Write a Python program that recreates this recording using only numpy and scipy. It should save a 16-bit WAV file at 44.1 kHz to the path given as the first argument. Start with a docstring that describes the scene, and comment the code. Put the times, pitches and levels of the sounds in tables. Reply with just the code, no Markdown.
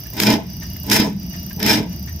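"""A diesel injector, pumped by a hand lever on a test bench, cracks open three times. Its needle
chatters out a jet of mist that rings the steel pipe and shakes the bench; the pump knocks the bench
as it stops. Short, bright cracks sound in each spray. Between strokes the lever clinks and squeaks once.
Behind it: a low workshop hum, a thin hiss with a fuzzy whine, and a fast, very high ticking."""
import sys
import numpy as np
from scipy import signal
from scipy.fft import rfft, irfft, next_fast_len
from scipy.io import wavfile
from scipy.ndimage import uniform_filter1d, map_coordinates

SR = 44100
rng = np.random.default_rng(int(sys.argv[2]) if len(sys.argv) > 2 else 0)


def store_wav(level_fs):
    """Save 16-bit WAV to argv[1]."""
    pcm = np.round(np.clip(np.atleast_2d(level_fs), -1, 1) * 32767)
    wavfile.write(sys.argv[1], SR, pcm.T.astype(np.int16))


N = 97020
TIME_S = np.arange(N) / SR

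# Bench and pump resonances. Each row: frequency in Hz, width in Hz, level in dB.
BENCH_MODES = [(176,35,-3.5), (236,28,-1), (294.4,45,3.5), (420,38,-2), (470,14,-10), (638,52,-6),
               (865,57,-5), (980,55,-9)]
# Stereo width. Each row: frequency in Hz, side over mid in dB.
STEREO_WIDTH = [(60,-32), (180,-19.5), (400,-8.5), (1500,-3), (12000,-0.5)]


def amp(db):
    """Decibels to gain."""
    return 10 ** (np.asarray(db) / 20)


def unit(x):
    """Scale to rms 1."""
    return x / np.sqrt(np.mean(x ** 2) + 1e-20)


def even(x, samples):
    """Hold the running rms at 1."""
    power = uniform_filter1d(np.mean(x ** 2, axis=0), size=samples)
    return x / np.sqrt(np.abs(power) + 1e-6)


def levels(rows):
    """Gain per sample for each dB column after the time column."""
    times_s, *columns_db = np.transpose(rows)
    return np.array([amp(np.interp(TIME_S, times_s, db)) for db in columns_db])


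def swell(start_s, rise_s):
    """Envelope that peaks at 1 after rise_s, then decays."""
    u = np.maximum(TIME_S - start_s, 0) / rise_s
    return u * np.exp(1 - u)


def wobble(rate_hz):
    """Smooth random curve."""
    return map_coordinates(rng.standard_normal(N // 50), [TIME_S * rate_hz], mode="mirror")


def curve(points):
    """Response through (Hz, dB) points on a log axis."""
    hz, db = np.transpose(points)
    return lambda f: amp(np.interp(np.log(f + 1), np.log(hz + 1), db))


def resonances(modes):
    """Response of steep-flanked (Hz, width Hz, dB) resonances."""
    def band(f, hz, width_hz):
        return np.abs(2j * f * width_hz / (hz * hz - f * f + 2j * f * width_hz)) ** 2
    return lambda f: np.sqrt(sum((amp(db) * band(f, hz, width_hz)) ** 2 for hz, width_hz, db in modes))


def filtered(x, response):
    """Apply a frequency response."""
    size = next_fast_len(N + SR // 2)
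    return irfft(rfft(x, size) * response(np.fft.rfftfreq(size, 1 / SR)), size)[..., :N]


def noise(response, flow=1):
    """Coloured stereo noise of rms 1, modulated by flow, near mono in the bass."""
    mid, side = filtered(flow * rng.standard_normal((2, N)), response)
    side = filtered(side, curve(STEREO_WIDTH))
    return unit(np.array([mid + side, mid - side]))


def tones(modes, rate_hz, flutter_db):
    """Wavering stereo tones of rms 1 from (Hz, wander Hz, dB) rows."""
    out = 0
    for hz, wander_hz, db in modes:
        phase = 2 * np.pi * np.cumsum(hz + wander_hz * wobble(rate_hz)) / SR
        spread = np.arctan(curve(STEREO_WIDTH)(hz)) * wobble(rate_hz / 2) * np.array([[1], [-1]])
        out = out + amp(db + flutter_db * wobble(rate_hz)) * np.sin(phase + spread)
    return unit(out)


def reverberate(x, t60_s, channels):
    """Convolve with decaying noise of unit energy."""
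    t = np.arange(SR // 2) / SR
    tail = rng.standard_normal((channels, len(t))) * amp(-60 * t / t60_s)
    tail /= np.linalg.norm(tail, axis=1, keepdims=True)
    return signal.fftconvolve(x, tail, axes=1)[:, :N]


def spray(sputter_db=1.5):
    """The chattering jet hisses, rings the steel and shakes the bench."""
    # One table per spray. Each row: time in seconds, then jet, bench, mist and boom gains in dB.
    strokes = [
        [(.13,-51,-42.5,-56,-56), (.19,-30.5,-26.5,-41,-31), (.21,-27,-23,-32,-27.5), (.26,-25,-23,-34,-19),
         (.285,-24.5,-14.5,-35,-12.5), (.33,-21.5,-16,-35,-22), (.375,-42,-23,-54,-31), (.45,-77,-43.5,-73,-40)],
        [(.84,-56,-43.5,-57,-53), (.905,-34,-23.5,-44,-23.5), (.917,-18,-19,-25.5,-20.5),
         (.942,-20,-20.5,-24.5,-25), (.963,-17,-19.5,-26,-25), (.98,-27,-22.5,-33.5,-25),
         (1.022,-25.5,-20,-38.5,-22), (1.085,-47.5,-24.5,-52,-33), (1.15,-67,-51,-71,-52)],
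        [(1.57,-74,-43,-74,-48), (1.605,-37,-30.5,-55,-43), (1.665,-25.5,-20.5,-33,-18),
         (1.715,-18,-18,-27,-24.5), (1.78,-30,-19.5,-39.5,-24.5), (1.83,-44.5,-28.5,-56,-31.5),
         (1.88,-67,-37.5,-88,-37)],
    ]
    # Jet and mist spectra. Each row: frequency in Hz, relative density in dB.
    jet_spectrum = [(300, -73), (800, -9), (1250, -2.5), (1650, 8), (3700, 5), (4400, 0), (5100, 11),
                    (6400, -6.5), (7500, -54)]
    mist_spectrum = [(4000, -25), (6800, 10.5), (7450, -14), (8000, 7.5), (9300, -4), (10500, 0),
                     (12500, 5.5), (15000, 3)]
    jet_gain, bench_gain, mist_gain, boom_gain = sum(
        levels(rows) * (TIME_S > rows[0][0]) * (TIME_S < rows[-1][0]) for rows in strokes)
    flow = needle_chatter()
    jet = noise(curve(jet_spectrum), flow)
    nozzle = amp(1) * jet + steel_ring(jet)
    bench = bench_shake(flow, bench_gain, boom_gain)
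    sputter = amp(sputter_db * wobble(rate_hz=55.03))
    mist = amp(7) * noise(curve(mist_spectrum), flow)
    return jet_gain * sputter * nozzle + bench + mist_gain * mist


def needle_chatter(rate_hz=210.3, gap_scatter=0.25, size_scatter_db=3.5, puff_s=0.0039, steady=0.42):
    """Fuel flow: each uneven needle lift adds a short puff to a steady stream."""
    gap, size = rng.standard_normal((900, 2)).T
    at = (np.cumsum(np.exp(gap_scatter * gap)) / rate_hz * SR).astype(int)
    lifts = np.bincount(at[at < N], amp(size_scatter_db * size)[at < N], N)
    puffs = unit(signal.lfilter([1], [1, -np.exp(-1 / (puff_s * SR))], lifts))
    return unit(steady + (1 - steady) * puffs)


def steel_ring(jet, wander_hz=10.86):
    """Pipe and nozzle holder: a dense jet-driven clang plus clear, unsteady tones."""
    # Steel tones. Each row: frequency in Hz, relative level in dB.
    modes = [(1502,-9), (1719,-8), (2226,-9), (2381,-3.5), (3232,-8), (3444,-7), (3692,-8), (3855,-11),
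             (4038,-8), (4994,0), (5147,-4), (5262,5)]
    clang = even(reverberate(jet, t60_s=0.14, channels=1), samples=600)
    ring = tones([(hz, wander_hz, db) for hz, db in modes], rate_hz=40, flutter_db=3.5)
    return amp(-2) * clang + amp(-0.5) * ring


def bench_shake(flow, shake_gain, boom_gain):
    """The pulsing flow shakes the bench's resonances over a deep boom."""
    # Each row: frequency in Hz, wander in Hz, relative level in dB.
    boom_modes = [(120,2,-8), (211,5,0)]
    shake = even(noise(resonances(BENCH_MODES), flow), samples=700)
    boom = tones(boom_modes, rate_hz=20, flutter_db=0)
    return amp(-0.5) * shake_gain * shake + boom_gain * boom


def sharp_cracks(rise_s=0.0015):
    """Short, bright cracks during each spray, mostly in step with the fast ticking."""
    # Each row: start in seconds, level in dB.
    cracks = [(0.2003, -9.5), (0.2335, -13.5), (0.2686, -15), (0.3016, -17), (0.8983, -15), (0.9137, -10.5),
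              (0.9171, -15.5), (0.9306, -13), (0.999, -21), (1.6006, -26.5), (1.628, -14.5),
              (1.6625, -12.5), (1.7297, -16)]
    # Crack spectrum. Each row: frequency in Hz, relative density in dB.
    spectrum = [(300, -25), (1500, 14), (4200, 10), (5250, 17), (7000, 6), (9500, -3), (13000, 12.5),
                (15500, -10)]
    envelope = sum(amp(db) * swell(start_s, rise_s) for start_s, db in cracks)
    return envelope * even(noise(curve(spectrum)), samples=100)


def pump_knocks(loss_db_per_octave=12, ring_stretch=1.5):
    """Each knock rings the bench, most strongly near its own pitch."""
    # Each row: start in seconds, peak in dB, pitch in Hz.
    knocks = [(0.3376, -10.5, 298), (.999, -8, 230), (1.022, -15, 290), (1.076, -18.5, 420),
              (1.806, -17, 400)]
    out = np.zeros(N)
    for start_s, peak_db, pitch_hz in knocks:
        t = np.maximum(TIME_S - start_s, 0)
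        ring = 0
        for hz, width_hz, db in BENCH_MODES:
            gain = amp(db - loss_db_per_octave * abs(np.log2(hz / pitch_hz)))
            ring += gain * np.exp(-np.pi * width_hz * t / ring_stretch) * np.sin(2 * np.pi * hz * t)
        out -= amp(peak_db) * ring / np.abs(ring).max()
    return out


def lever_clinks(clink_width_hz=50):
    """The lever scrapes and clinks in its pivot."""
    # Each row: start in seconds, level in dB, rise in seconds, clink pitch in Hz.
    contacts = [(0.056, -45, 0.0066, 1720), (0.619, -39, 0.0093, 1840), (0.76, -44.5, 0.0049, 1740),
                (1.333, -42.5, 0.013, 1840), (1.507, -39.5, 0.0048, 1660), (1.923, -45.5, .006, 1730),
                (2.073, -39.5, 0.0091, 1853)]
    # Scrape spectrum. Each row: frequency in Hz, relative density in dB.
    spectrum = [(400, -18), (1000, 3.5), (1300, -2), (1750, 7), (2300, 3.5), (3500, -3), (6500, -5),
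                (10000, -18), (15000, -29)]
    out = 0
    for start_s, db, rise_s, hz in contacts:
        scrape = noise(curve(spectrum))
        clink = noise(resonances([(hz, clink_width_hz, 0)]))
        out += amp(db) * swell(start_s, rise_s) * (scrape + amp(-2) * clink)
    return out


def lever_squeak(centre_s=1.388, width_s=0.014, pitch_hz=4900, sag_hz_per_s=5000):
    """One thin, falling squeak of the lever."""
    t = TIME_S - centre_s
    phase = 2 * np.pi * (pitch_hz - sag_hz_per_s * t / 2) * t
    return amp(-37) * np.sin(phase) * np.exp(-(t / width_s) ** 2 / 2)


def workshop(x):
    """Direct sound, panned by frequency, plus a short room tail."""
    # Each row: frequency in Hz, left over right in dB.
    balance = [(300,-1), (2000,1.5), (5200,-1), (9000,-1.5), (13000,-2)]
    # Each row: frequency in Hz, tail gain in dB.
    room_colour = [(600,0), (2000,6.5), (10000,-3.5)]
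    direct = filtered(x, lambda f: curve(balance)(f) ** np.array([[0.5], [-0.5]]))
    room = reverberate(x, t60_s=0.43, channels=2)
    return direct + amp(-17.5) * filtered(room, curve(room_colour))


def hum(mains_hz=60):
    """Workshop rumble, mains hum and two low drones that swell and fade."""
    # Each row: frequency in Hz, relative density in dB.
    rumble_spectrum = [(20, -24), (45, 1.5), (80, -0.5), (130, 7), (195, -1), (265, -7), (330, -8.5),
                       (460, -24), (900, -29), (3000, -75)]
    # Each row: centre in Hz, width in Hz.
    drone_bands = [(79, 12.5), (186, 23)]
    # Each row: time in seconds, lower drone in dB, upper drone in dB.
    drone_levels = [(0,-44.5,-65), (.45,-39,-33.5), (.8,-34,-38), (1.1,-40,-25.5), (1.42,-36.5,-34),
                    (1.919,-37,-28.5), (2.12,-29.5,-41)]
    drones = sum(gain * even(noise(resonances([(hz, width_hz, 0)])), samples=5000)
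                 for gain, (hz, width_hz) in zip(levels(drone_levels), drone_bands))
    mains = unit(np.sin(2 * np.pi * mains_hz * TIME_S))
    return amp(-35) * noise(curve(rumble_spectrum)) + amp(-47.5) * mains + drones


def hiss(waver_db=2):
    """Thin hiss with a fuzzy, wavering whine."""
    # Hiss spectrum. Each row: frequency in Hz, relative density in dB.
    spectrum = [(480, -11), (640, 14.5), (800, 5), (1350, -2.5), (1900, 2.5), (4550, 1), (4850, 16),
                (5300, 11), (5900, 12.5), (6150, 4), (7400, -14.5), (10000, -6.5), (13500, -5),
                (15500, 7.5)]
    # Each row: centre in Hz, width in Hz, relative level in dB.
    whine_bands = [(2854,27,-1), (4836,36,3.5), (5650,44,0.5), (5970,21,3.5)]
    whine = sum(amp(db + waver_db * wobble(rate_hz=9.06)) * noise(resonances([(hz, width_hz, 0)]))
                for hz, width_hz, db in whine_bands)
    return amp(-40.5) * noise(curve(spectrum)) + amp(-45.5) * unit(whine)


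def ticking(first_s=0.0036, period_s=0.033215, width_s=0.0012, tail_s=0.032):
    """Very high, even ticks with faint tails, right of centre."""
    # Tick spectrum. Each row: frequency in Hz, relative density in dB.
    spectrum = [(6000,-29.5), (11000,-31.5), (12300,-10.5), (13200,-2), (13850,-0.5), (14500,-12),
                (15800,-10.5)]
    from_tick_s = (TIME_S - first_s + period_s / 2) % period_s - period_s / 2
    pulse = np.exp(-(from_tick_s / width_s) ** 2 / 2)
    tail = amp(-12) * np.exp(-(from_tick_s % period_s) / tail_s)
    pan = amp([[-3], [3]])
    return amp(-30.5) * (pulse + tail) * even(noise(curve(spectrum)), samples=130) * pan


def background():
    """Hum, hiss and ticking; at each spray the hiss dips, and the ticking swells, then dips."""
    # Nozzle opening times in seconds.
    openings_s = [0.19, 0.909, 1.608]
    # Each row: offset from an opening in seconds, ticking gain in dB, hiss gain in dB.
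    contour = [(-.3, -1.5, 4.5), (0, 5, -0.5), (.08, 11.5, -23), (.16, -8, 3), (.24, -11, -11.5),
               (.31, -4, 2), (.42, 1.5, -1)]
    offsets_s, *columns_db = np.transpose(contour)
    tick_db, hiss_db = [sum(np.interp(TIME_S - at_s, offsets_s, db, 0, 0) for at_s in openings_s)
                        for db in columns_db]
    return amp(hiss_db) * hiss() + hum() + amp(tick_db) * ticking()


def scene():
    """The injector tester in the workshop, over the background."""
    foreground = spray() + sharp_cracks() + pump_knocks() + lever_clinks() + lever_squeak()
    return workshop(foreground) + background()


def record(dry):
    """Clip near full scale, then cut the top treble."""
    cutoff_hz = 15400
    return filtered(np.clip(dry, -0.9, 0.9), lambda hz: 1 / np.sqrt(1 + (hz / cutoff_hz) ** 140))


dry = scene()
out = record(dry)
store_wav(out)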